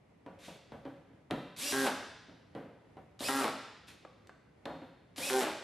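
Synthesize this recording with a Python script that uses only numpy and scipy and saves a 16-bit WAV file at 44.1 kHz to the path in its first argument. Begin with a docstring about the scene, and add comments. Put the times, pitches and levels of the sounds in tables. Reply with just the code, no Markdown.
"""Cordless driver and plastic panel

A cordless driver sets three screws into a ribbed plastic panel in a concrete workshop, over a low rumble.
Each burst: a trigger click, gears whining up to speed, then the clutch ratcheting and a rough stop.
Whir, scuffs, knocks and clicks are shaped noise; whine and ratchet are stacks of sine tones plus noise.
The panel knocks under the bit and jolts as the motor starts; a shoe scuffs the floor; the room adds an echo."""
import sys
import numpy as np
from scipy import signal
from scipy.fft import rfft, irfft
from scipy.io import wavfile
from scipy.ndimage import uniform_filter1d, map_coordinates

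SR = 44100
rng = np.random.default_rng(int(sys.argv[2]) if len(sys.argv) > 2 else 0)


def transcribe(u):
    """Save the signal u as a 16-bit wav file named by the first command-line argument.

    u: samples, shape (n,) or (channels, n), limited to [-1, 1]; the rate is SR.
    q: integer samples, one column per channel.
    """
    v = np.clip(np.atleast_2d(u).T, -1, 1)
    q = np.round(v * 32767).astype(np.int16)
    wavfile.write(sys.argv[1], SR, q)


def gain_from_decibels(decibels):
    """Convert decibel values to linear amplitude factors."""
    exponent = np.asarray(decibels, float) / 20
    return 10 ** exponent


N = 248282  # length in samples


def evened(x):
    """Scales a sound to an average (rms) strength of 1."""
    return x / np.sqrt(np.mean(x ** 2) + 1e-20)


def read(points, hz):
    """Reads a curve between its points, on a log-frequency axis as the ear hears pitch."""
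    f, value = np.transpose(points)
    return np.interp(np.log(hz + 1), np.log(f + 1), value)


def colour(x, points):
    """Makes each pitch region louder or softer, following a curve in dB."""
    size = x.shape[-1]
    gain = gain_from_decibels(read(points, np.fft.rfftfreq(size, 1 / SR)))
    return irfft(rfft(x) * gain, size)


def ring(x, peaks, between_db):
    """Lets x set off resonances, with a flat share of x between them, then evens the result."""
    hz = np.fft.rfftfreq(len(x), 1 / SR)
    modes = sum(gain_from_decibels(db) / (1 + 2j * (hz - f) / width) for f, width, db in peaks)
    return evened(irfft(rfft(x) * (gain_from_decibels(between_db) + modes), len(x)))


def add(mix, s, sound):
    """Mixes a sound in at time s, as sounds in air simply add up."""
    part = mix[round(s * SR):][:len(sound)]
    part += sound[:len(part)]


def unroll(rows):
    """Joins timed rows by straight lines: start time, and every other column at sample rate."""
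    s, *columns = np.transpose(rows)
    t = np.arange(s[0], s[-1], 1 / SR)
    return s[0], [np.interp(t, s, c) for c in columns]


def hiss(rows, spectrum, peaks, between_db, grain_db):
    """Rubbing and rushing: grainy coloured noise through resonances, on a level curve."""
    s, (level_db,) = unroll(rows)
    white, grain = rng.standard_normal((2, len(level_db)))
    grain = evened(uniform_filter1d(grain, size=40))
    sound = ring(colour(white * gain_from_decibels(grain_db * grain), spectrum), peaks, between_db)
    return s, sound * gain_from_decibels(level_db) * signal.windows.tukey(len(sound), .06)


# Colour of the background air: f/Hz, level/dB (only the shape counts)
AIR_COLOUR = [(15, -58), (25, -17.5), (114, -0.5), (770, -13.5), (1080, -18), (1730, -23), (2030, -19),
              (2630, -25.5), (4000, -32.5), (9010, -41), (10500, -40.5), (11700, -42.5), (13000, -58)]
# Gain of its side signal: f/Hz, level/dB
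AIR_SIDE = [(60, -30), (380, -2), (2380, -3.5), (15000, 0.5)]


def air():
    """Ventilation rumble and distant hum of the shop as noise, slowly swelling: mid and side."""
    swell = evened(uniform_filter1d(rng.standard_normal(N), size=6000))
    noise = evened(colour(rng.standard_normal((2, N)), AIR_COLOUR))
    mid, side = gain_from_decibels(-65 + 1.14 * swell) * noise
    return mid, colour(side, AIR_SIDE)


# Resonances of the plastic panel: f/Hz, width/Hz, level/dB
PANEL_MODES = [(196, 83, 5), (278, 15.3, 4.5), (459, 28, -8), (556, 41, -1.5), (740, 170, -5.5),
               (975, 83, -2), (1470, 440, -2.5)]
# Colour of the blow that sets them off: f/Hz, level/dB (only the shape counts)
BLOW_COLOUR = [(120, -35), (250, -3.5), (700, -5.5), (1500, -10), (3000, -10), (8000, -43)]
# Colour of the sharp crack: f/Hz, level/dB (only the shape counts)
CRACK_SHAPE = [(1000, -20), (2500, 5), (4000, 9.5), (6500, -13), (11000, -7.5), (15000, -55)]


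def knock(level_db, crack_db, centre_hz, ring_t60):
    """The loose panel chatters in its modes, strongest near the centre pitch of the blow; plus crack and thud."""
    t = np.arange(SR // 2) / SR
    white = rng.standard_normal((3, len(t)))
    body = ring(colour(white[0], BLOW_COLOUR), PANEL_MODES, between_db=-10)
    body = gain_from_decibels(-6) * colour(body, [(centre_hz / 3, -5), (centre_hz, 0), (centre_hz * 3, -12)])
    body *= gain_from_decibels(-60 * t / ring_t60) * np.minimum(t / 0.00029, 1)
    crack_t60, thud_t60 = .018, .5  # seconds to fade by 60 dB
    crack = evened(colour(white[1], CRACK_SHAPE)) * gain_from_decibels(crack_db - 60 * t / crack_t60)
    low_noise = evened(colour(white[2], [(45, -2), (90, 10.5), (180, 20.5), (350, -26)]))
    thud = low_noise * gain_from_decibels(-22 - 60 * t / thud_t60)
    thud *= 1 - np.exp(-t / 0.0084)  # soft start
    return gain_from_decibels(level_db) * (body + thud + crack)


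# Knocks on the panel: blows of the bit, and the jolts as the motor starts at 3.206 and 5.181 s:
# t/s, level/dB, crack level/dB above that, centre of the ring f/Hz, ring t60/s
PANEL_KNOCKS = [(0.263, -37, -20.5, 580, 0.33), (0.482, -37.5, -34, 567, 0.21),
                (0.72, -33.5, -22, 583, 0.25), (0.854, -33, -31, 540, 0.26), (1.091, -51.5, -41, 296, 0.42),
                (1.309, -21, -14, 515, 0.27), (2.285, -45, -45, 400, 0.32), (2.55, -31, -21.5, 473, 0.4),
                (2.661, -47.5, -35, 560, 0.14), (2.969, -39, -26, 601, 0.19), (3.206, -31.5, -7, 606, 0.36),
                (4.655, -30, -12.5, 710, 0.39), (4.69, -36, -34, 447, 0.26),
                (4.819, -36.5, -31.5, 404, 0.21), (5.181, -34, -2.5, 570, 0.73)]


def panel_knocks(mix):
    """Blows of the bit and motor-start jolts knock the panel, each with its own strength and pitch."""
    for s, *blow in PANEL_KNOCKS:
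        add(mix, s, knock(*blow))


# Echo of the workshop: f/Hz, t60/s
ECHO_T60 = [(100, 0.39), (300, 0.8), (800, 0.7), (2000, 1.1), (5000, 1.17), (9000, 0.62), (13000, 0.4)]


def shop(x):
    """Two tails of sparse random taps, each band dying at its own speed; a random wandering delay blurs steady tones."""
    taps = np.zeros((2, 60000))
    # one tap of random sign somewhere in every 20 samples
    at = np.arange(300, 59980, 20) + rng.integers(0, 20, (2, 2984))
    np.put_along_axis(taps, at, rng.choice([-1., 1.], at.shape), 1)
    hz, t, z = signal.stft(taps, SR, nperseg=256)
    fade = gain_from_decibels(-60 * t / read(ECHO_T60, hz)[:, None])
    tail = signal.istft(z * fade, SR, nperseg=256)[1]
    wander = uniform_filter1d(uniform_filter1d(rng.standard_normal(N), size=450), size=450)
    # typically 12 samples early or late
    blurred = map_coordinates(x, [np.arange(N) + 12 * evened(wander)], order=3)
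    return signal.fftconvolve(blurred[None], tail / np.linalg.norm(tail[0]), axes=1)[:, :N]


# Shoe scuffs: start t/s, rise t/s, fall t/s, loudest level/dB
SHOE_SCUFFS = [(.385, 0.074, .12, -53), (3.869, .016, 0.067, -53)]
# Colour of the rubbing: f/Hz, level/dB (only the shape counts)
RUB_COLOUR = [(1000, -14), (2000, -11.5), (4500, -12.5), (12000, -21), (15000, -39)]
# Resonances of the sole: f/Hz, width/Hz, level/dB
SOLE_MODES = [(2510, 330, -7), (3540, 440, -7)]


def scuffs(mix):
    """A sole rubs the floor: noise that swells and falls."""
    for s, rise, fall, db in SHOE_SCUFFS:
        edge_db = db - 13.5
        rows = [(s, edge_db), (s + rise, db), (s + rise + fall, edge_db)]
        add(mix, *hiss(rows, RUB_COLOUR, SOLE_MODES, between_db=-8.5, grain_db=0))


def click(peak_db, hz, t60):
    """A short snap of noise, a broad band reaching up to about the given pitch."""
    t = np.arange(3000) / SR
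    burst = rng.standard_normal(len(t)) * gain_from_decibels(-60 * t / t60)
    burst[0] = 4  # the first contact is a strong kick
    band = signal.butter(2, [hz / 4.74, hz * 1.1], "bandpass", fs=SR, output="sos")
    snap = signal.sosfilt(band, burst)
    return gain_from_decibels(peak_db) * snap / abs(snap).max()


# Sharp clicks of the bit: t/s, peak level/dB, upper edge f/Hz, t60/s
BIT_CLICKS = [(0.559, -47, 844, .04), (0.852, -48, 3000, 0.019), (1.303, -39.5, 800, 0.048),
              (1.31, -32, 2330, 0.032), (4.05, -39.5, 1220, 0.031), (4.272, -48, 6460, 0.015),
              (4.294, -42.5, 1390, 0.038), (4.657, -31.5, 3230, 0.013)]


def bit_clicks(mix):
    """The bit makes sharp clicks, each a short snap of noise."""
    for s, *snap in BIT_CLICKS:
        add(mix, s, click(*snap))


# Colour of the motor's whir: f/Hz, level/dB (only the shape counts)
MOTOR_COLOUR = [(150, -57), (400, -11), (1500, -10.5), (2500, -11.5), (4000, -9.5), (6200, -7), (11000, -6),
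                (13000, -11.5), (15500, -11)]
# Resonances of the tool's shell: f/Hz, width/Hz, level/dB
SHELL_MODES = [(3490, 1600, 4), (4770, 1900, -10), (7940, 1800, -6), (10250, 1100, -8), (11400, 600, -7.5)]


def whir(trigger, lets_go, stalls, db):
    """Motor noise swells with speed, drops when the clutch takes the load, swells again and ends after the stall."""
    rows = [(trigger, db - 18), (trigger + 0.026, db - 6), (trigger + 0.058, db - 3),
            (lets_go, db), (lets_go + 0.035, db - 9),
            (stalls, db - 4.5), (stalls + .04, db - 5)]  # t/s, level/dB
    return hiss(rows, MOTOR_COLOUR, SHELL_MODES, between_db=-7, grain_db=1.6)


def run_up(trigger, lets_go, db, spin_s):
    """The shaft leaps to a share of top speed, then eases up; the whine grows with time and speed: t/s, f/Hz, level/dB."""
    lag_s, top_hz, start_share = .012, 286.9, .45
    t = np.linspace(0, lets_go - trigger - lag_s, num=32)
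    hz = top_hz * (1 - (1 - start_share) * np.exp(-(t / spin_s) ** 2))
    early_db = -4.5 * (1 - t / t[-1])  # quieter at first
    slow_db = -30 * (1 - hz / top_hz)  # and quieter at low speed
    return np.transpose([trigger + lag_s + t, hz, db + early_db + slow_db])


# Whine tones as multiples of shaft speed: unbalance, commutator and gear mesh
SHAFT_MULTIPLES = [1, 2, 9, 9.7, 16.87, 18.6, 20, 25.3]


def whine(rows, orders_db):
    """Shaft multiples rising with the motor, each wavering a little, and a hiss beating once a turn."""
    s, (shaft_hz, level_db) = unroll(rows)
    turns = np.cumsum(shaft_hz) / SR
    waver = uniform_filter1d(rng.standard_normal((len(orders_db), len(turns))), size=500)
    # pitch and strength both flutter as the gears take load
    tones = sum(gain_from_decibels(db + 60 * w[::-1]) * np.sin(2 * np.pi * k * turns + 9.3 * w)
                for k, db, w in zip(SHAFT_MULTIPLES, orders_db, waver))
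    beat = np.exp(-(turns % 1) / 0.42)
    brushes = colour(rng.standard_normal(len(turns)) * beat, MOTOR_COLOUR)
    brushes = ring(brushes, SHELL_MODES, between_db=-4)
    sound = np.sqrt(2) * tones + gain_from_decibels(-9) * brushes
    return s, sound * gain_from_decibels(level_db) * signal.windows.tukey(len(turns), .1)


def slipping(lets_go, stalls, db, rate_hz, first_db, stop_db, stop_s, fade_db):
    """The ratchet settles, runs steady, then slows and roughens at the stall: t/s, level/dB, f/Hz, roughness 0-1."""
    steady_rough, stop_rough = 0.013, 0.84
    sag_hz, stop_hz = rate_hz * .92, rate_hz * .8
    stop, end_db = stalls + stop_s, db + stop_db
    return [(lets_go, db + first_db, rate_hz * 0.98, 0.2),
            (lets_go + .035, db, rate_hz, steady_rough),
            (stalls - .01, db - 0.7, rate_hz, steady_rough),
            (stalls + 0.02526, db + stop_db / 2, sag_hz, stop_rough),
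            (stop, end_db, stop_hz, stop_rough),
            (stop + .055, end_db + fade_db, stop_hz, stop_rough)]


# Colour of the rough rattle: f/Hz, level/dB (only the shape counts)
RATTLE_COLOUR = [(88, -42), (150, -15), (352, -1.5), (748, 3.5), (1750, -6), (2540, -8.5), (4000, -12.5),
                 (5200, -27), (8800, -120)]


def clutch(rows, orders_db):
    """Each slip kicks the panel: clean multiples while steady, rattle as it stalls, a hiss tick per slip."""
    s, (level_db, rate_hz, rough) = unroll(rows)
    slips = np.cumsum(rate_hz) / SR
    # each multiple drifts in strength as the screw seats; each has its own fixed phase
    drift = evened(uniform_filter1d(rng.standard_normal((len(orders_db), len(slips))), size=2000))
    steady = sum(gain_from_decibels(db + 2.76 * d) * np.cos(2 * np.pi * k * slips - 0.0414 * k ** 2)
                 for k, (db, d) in enumerate(zip(orders_db, drift), start=1))
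    fade = np.exp(-(slips % 1) / 0.46)
    size = gain_from_decibels(1.03 * rng.standard_normal(64))[slips.astype(int)]  # no two slips alike
    white = rng.standard_normal((2, len(slips)))
    rattle = evened(colour(white[0] * (1 + fade) * size, RATTLE_COLOUR))
    ticks = colour(white[1] * fade ** 3 * size ** 2, MOTOR_COLOUR)
    ticks = ring(ticks, SHELL_MODES, between_db=3)
    clean = evened(steady) + gain_from_decibels(-8.5) * ticks
    sound = np.sqrt(1 - rough) * clean + np.sqrt(rough) * rattle
    return s, sound * gain_from_decibels(level_db) * signal.windows.tukey(len(slips), .03)


# One row a screw: trigger t/s, clutch lets go t/s, bit stalls t/s, whir level/dB, whine level/dB, spin-up t/s
SCREWS = [(1.564, 1.724, 1.845, -36.5, -47.5, .042), (3.192, 3.286, 3.41, -37.5, -49.5, 0.028),
          (5.161, 5.3, 5.408, -37.5, -45, .04)]
# One row a screw, level/dB of each whine tone
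WHINE_LEVELS = [(-2, -6, -4, 1.5, -4, -11, 2, -1.5), (-16, -11.5, 4, -16.5, 1.5, 2.5, -5, -1),
                (-16, -8, 1.8, -10, -12, -5, -9, -4.5)]
# One row a screw: clutch level/dB, ratchet rate f/Hz, first slips level/dB above that,
# rough stop level/dB above that, stop length t/s, final fade level/dB
RATCHETS = [(-34, 134.6, 0.6, 2, .04, -26), (-35, 136, 2.2, 2.5, .04, -9.5),
            (-32.5, 130, -6, -3.5, .06, -9)]
# One row a screw, how the panel answers: level/dB of multiples 1 to 16 of the ratchet rate
PANEL_ANSWERS = [ (-15.5, 6.5, 5, -1, -22, -1, -3.5, 1, -57, -1.5, -7.5, 7, -4, -4, -7.5, -13),
                 (-18.5, 4.5, -1.5, -6.5, -26, 2.5, -3.5, -5, -1, 5.5, -23, 1, -10, -6, -6, -25),
                 (-51, -4, 2.5, -1, -17, 0.5, -8.5, -7.5, -35, -19, -10.5, -8, -23, -11, -28, -14), ]


def drive_screws(mix):
    """Each burst: the trigger clicks, the motor spins up, the clutch lets go and slips until the bit stalls."""
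    for burst, whine_levels, ratchet, answer in zip(SCREWS, WHINE_LEVELS, RATCHETS, PANEL_ANSWERS):
        trigger, lets_go, stalls, whir_db, whine_db, spin_s = burst
        add(mix, trigger, click(peak_db=-41, hz=5000, t60=0.046))
        add(mix, *whir(trigger, lets_go, stalls, whir_db))
        add(mix, *whine(run_up(trigger, lets_go, whine_db, spin_s), whine_levels))
        # the clutch click follows about half of the first slips' extra level
        click_db = ratchet[0] + 0.51 * ratchet[2] + 13.1
        add(mix, lets_go, click(click_db, hz=2450, t60=0.0085))
        add(mix, *clutch(slipping(lets_go, stalls, *ratchet), answer))


# Gain of the diffuse side signal: f/Hz, level/dB
SIDE_GAIN = [(60, -14), (150, -36.5), (380, -23), (950, -15), (2380, -15), (5980, -9), (15000, -2)]


def scene():
    """All sources near the middle; the side signal is the diffuse part, its gain highest in the treble."""
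    near = np.zeros(N)
    panel_knocks(near)
    scuffs(near)
    bit_clicks(near)
    drive_screws(near)
    mid, side = gain_from_decibels(-5.5) * shop(near)
    air_mid, air_side = air()
    bounces = rng.standard_normal(2000) * np.exp(-np.arange(2000) / 600)  # nearby surfaces
    bounced = np.convolve(near, bounces / np.linalg.norm(bounces))[:N]
    side = colour(side + bounced, SIDE_GAIN) + air_side
    mid += near + air_mid
    return np.array([mid + side, mid - side])


# Overall tone of the sound: f/Hz, level/dB
OVERALL_TONE = [(30, -10), (60, 3), (13000, -2), (15000, -10), (15600, -23), (15900, -69)]


def overall_tone(x):
    """Trims the deepest lows and the highs, with a steep cut near 15.7 kHz."""
    return colour(x, OVERALL_TONE)


def low_pass(x):
    """Removes everything above the highest recorded frequency."""
    return signal.sosfilt(signal.butter(12, 15740, fs=SR, output="sos"), x)


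def record(dry):
    """Gives the scene its overall tone and returns the finished sound."""
    mix = overall_tone(dry)
    return low_pass(mix)


dry = scene()
out = record(dry)
transcribe(out)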